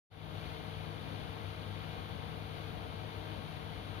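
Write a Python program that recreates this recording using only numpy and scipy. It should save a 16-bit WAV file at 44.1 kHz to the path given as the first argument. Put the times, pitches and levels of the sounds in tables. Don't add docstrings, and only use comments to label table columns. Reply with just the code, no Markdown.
import sys
import numpy as np
from scipy.fft import rfft, irfft, next_fast_len
from scipy.io import wavfile
from scipy.ndimage import map_coordinates

SR = 44100
rng = np.random.default_rng(int(sys.argv[2]) if len(sys.argv) > 2 else 0)


def log_audio(samples):
    frames = np.atleast_2d(samples).T
    limited = np.clip(frames, -1, 1)
    pcm = np.round(limited * 32767).astype(np.int16)
    wavfile.write(sys.argv[1], SR, pcm)


N = 176400


def amp(db):
    return 10 ** (np.asarray(db) / 20)


def along(points, hz, column=1):
    table = np.asarray(points, float)
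    return np.interp(np.log(hz + 1), np.log(table[:, 0] + 1), table[:, column])


def wobble(rate):
    knots = rng.standard_normal(int(N * rate / SR) + 4)
    return map_coordinates(knots, [np.arange(N) * rate / SR])


def filtered(x, response):
    size = next_fast_len(N + SR // 2)
    hz = np.fft.rfftfreq(size, 1 / SR)
    return irfft(rfft(x, size) * response(hz), size)[..., :N]


def rotation(hz, drift):
    return 2 * np.pi * np.cumsum(hz * (1 + drift * wobble(2.974))) / SR


# (frequency [Hz], phase [rad])
LEFT_LEAD = [(60, -0.2), (160, -0.64), (300, -0.36), (450, 0.57), (560, 1.1), (640, -1.44), (800, 1.96),
             (900, 1.6), (1030, 3.5), (1440, 3.5), (1600, 6), (2100, 5), (2700, 4), (3000, 6.7),
             (3250, 7.5), (3700, 7), (4500, 9), (5500, 9), (6200, 13.5), (11000, 13.5), (13500, 14.5)]

def tones(table, angle, gain_db, waver_db, scatter_rad):
    stereo = np.zeros((2, N))
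    rate_hz = angle[-1] / (2 * np.pi) * SR / N
    for multiple, left_db, right_db in table:
        lead = along(LEFT_LEAD, multiple * rate_hz) + scatter_rad * rng.standard_normal()
        phase = rng.uniform(0, 2 * np.pi) + np.array([[lead], [0]])
        waver = amp(waver_db * wobble(7.02))
        stereo += amp([[left_db], [right_db]]) * waver * np.sin(multiple * angle + phase)
    return np.sqrt(2) * amp(gain_db) * stereo


HUM_HZ = 99.9
# (multiple of HUM_HZ, left [dB], right [dB])
HUM_TONES = [(1, -48.5, -52), (2, -66.5, -67.5), (3, -75, -76)]

def mains_hum():
    angle = rotation(HUM_HZ, drift=0.0023)
    return tones(HUM_TONES, angle, gain_db=-0.5, waver_db=0.5, scatter_rad=0.4)


FAN_HZ = 22.375
# (multiple of FAN_HZ, left [dB], right [dB])
FAN_TONES = [(7, -47.9, -64), (8, -65, -72), (9, -63, -65), (10, -73, -77), (12, -61, -70), (14, -58, -72),
             (15, -71, -76), (20, -57, -68.5), (21, -61.5, -72), (24, -73, -75), (28, -58, -82),
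             (35, -67, -73), (36, -76, -77), (42, -64, -70), (44, -72, -85), (49, -70, -83), (54, -79, -78),
             (56, -69, -78), (58, -71, -74), (60, -77, -77), (62, -74, -76), (63, -75, -78)]

def cooling_fan():
    angle = rotation(FAN_HZ, drift=0.0012)
    return tones(FAN_TONES, angle, gain_db=-0.3, waver_db=1.3, scatter_rad=0.3)


# (frequency [Hz], left [dB], right [dB])
AIR_SPECTRUM = [(15, -95, -106), (27.8, -96, -104), (37.6, -80, -87), (49.4, -66, -82), (91, -63, -81),
                (146, -70.5, -86), (258, -73, -88.5), (376, -78, -89.5), (500, -75.5, -83.5),
                (610, -79, -85.5), (747, -75.5, -83), (843, -79.5, -86), (916, -77, -80), (980, -80, -95.5),
                (1106, -78.5, -88), (1184, -83.5, -87), (1295, -79, -84), (1520, -83, -88.5),
                (1720, -87.5, -91.5), (1980, -87, -89), (2325, -83, -86), (2640, -86, -95.5),
                (2860, -83, -95), (3120, -84.5, -88.5), (3650, -84, -94.5), (3910, -86.5, -96.5),
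                (4150, -89.5, -98.5), (4400, -88, -97.5), (4810, -95.5, -98.5), (5030, -101.5, -104.5),
                (6520, -106, -108), (6660, -111.5, -112), (8080, -119.5, -119.5), (8800, -108.5, -110.5),
                (11200, -108.5, -108), (12300, -113, -113), (13400, -110, -109), (14200, -114, -114),
                (15400, -124, -127)]
# (frequency [Hz], coherence [0-1])
AIR_COHERENCE = [(50, .3), (120, .6), (230, 0.1), (450, 0.46), (610, 0), (750, 0.8), (900, 0.64),
                 (1050, 0.52), (1180, 0.07), (1330, 0.73), (1480, 0.4), (1750, 0.25), (2200, 0.93),
                 (2800, 0.3), (3150, 0.58), (3800, 0.3), (6300, 0), (14000, 0)]

def air_noise():
    left, independent = rng.standard_normal((2, N)) * np.sqrt(SR / 2)
    coherence = lambda hz: np.clip(along(AIR_COHERENCE, hz), 0, 1)
    shared = filtered(left, lambda hz: coherence(hz) * np.exp(-1j * along(LEFT_LEAD, hz)))
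    right_only = filtered(independent, lambda hz: np.sqrt(1 - coherence(hz) ** 2))
    colour = lambda hz: amp([along(AIR_SPECTRUM, hz, column=1), along(AIR_SPECTRUM, hz, column=2)])
    return filtered(np.array([left, shared + right_only]), colour)


# (frequency [Hz], width of one filter stage [Hz], level [dB], swell depth [dB])
DRIVE_MODES = [(100.3, 21.5, -57.5, 2), (452.5, 37, -68.5, 3), (745, 103, -66, 3.5), (3280, 35, -74, 3)]

def resonance(mode_hz, width_hz, level_db, swell_db):
    band_pass = lambda hz: 1j * hz * width_hz / (mode_hz ** 2 - hz ** 2 + 1j * hz * width_hz)
    ring = filtered(air_noise(), lambda hz: band_pass(hz) ** 2)
    ring /= np.sqrt(np.mean(ring ** 2))
    return ring * amp(level_db + swell_db * wobble(9))


HISS_PULSES = [(1, 0.061), (2, .025)]

def platter_air(angle, crossover_hz=1170):
    low_share = lambda hz: 1 / (1 + (hz / crossover_hz) ** 4)
    rush = filtered(air_noise(), lambda hz: np.sqrt(low_share(hz)))
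    hiss = filtered(air_noise(), lambda hz: np.sqrt(1 - low_share(hz)))
    pulse = 1 + sum(depth * np.cos(per_turn * angle + rng.uniform(0, 2 * np.pi))
                    for per_turn, depth in HISS_PULSES)
    rush_gain = amp(-0.11 + 0.78 * wobble(13))
    hiss_gain = amp(-0.68 + 0.62 * wobble(9.9))
    return rush * rush_gain + hiss * pulse * hiss_gain


SPINDLE_HZ = 66.832
# (multiple of SPINDLE_HZ, left [dB], right [dB])
SPINDLE_TONES = [(1, -65, -65), (15, -80, -76), (16, -75, -80), (17, -78, -79), (24, -73, -74),
                 (26, -87, -83), (37, -71, -77), (48, -76, -78), (49, -70.5, -77), (61, -76, -97),
                 (73, -84, -91), (96, -88, -91), (106, -93, -93), (132, -98, -87), (144, -94, -96),
                 (147, -90, -97), (156, -84, -94), (160, -93, -84), (164, -79, -83.5), (168, -85, -91),
                 (172, -93, -90), (188, -91, -92), (190, -91, -92), (194, -86, -86), (195, -85, -98),
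                 (196, -101, -93), (198, -97, -81), (202, -87, -84), (204, -95, -88), (206, -88, -82)]

def hard_drive():
    angle = rotation(SPINDLE_HZ, drift=0.00007)
    ringing = sum(resonance(*mode) for mode in DRIVE_MODES)
    air = platter_air(angle)
    whine = tones(SPINDLE_TONES, angle, gain_db=1.5, waver_db=1.25, scatter_rad=0.35)
    return ringing + air + whine


def scene():
    return hard_drive() + cooling_fan() + mains_hum()


FADE_START_S, OPEN_S, RISE_S = 0.1, 0.024, 0.25
RISE_FROM_GAIN, BAND_LIMIT_HZ = 0.15, 15606

def record(dry):
    since_start = np.arange(N) / SR - FADE_START_S
    opening = np.clip(since_start / OPEN_S, 0, 1)
    rise = np.clip(RISE_FROM_GAIN + (1 - RISE_FROM_GAIN) * since_start / RISE_S, 0, 1)
    return filtered(dry * opening * rise, lambda hz: hz < BAND_LIMIT_HZ)


dry = scene()
out = record(dry)
log_audio(out)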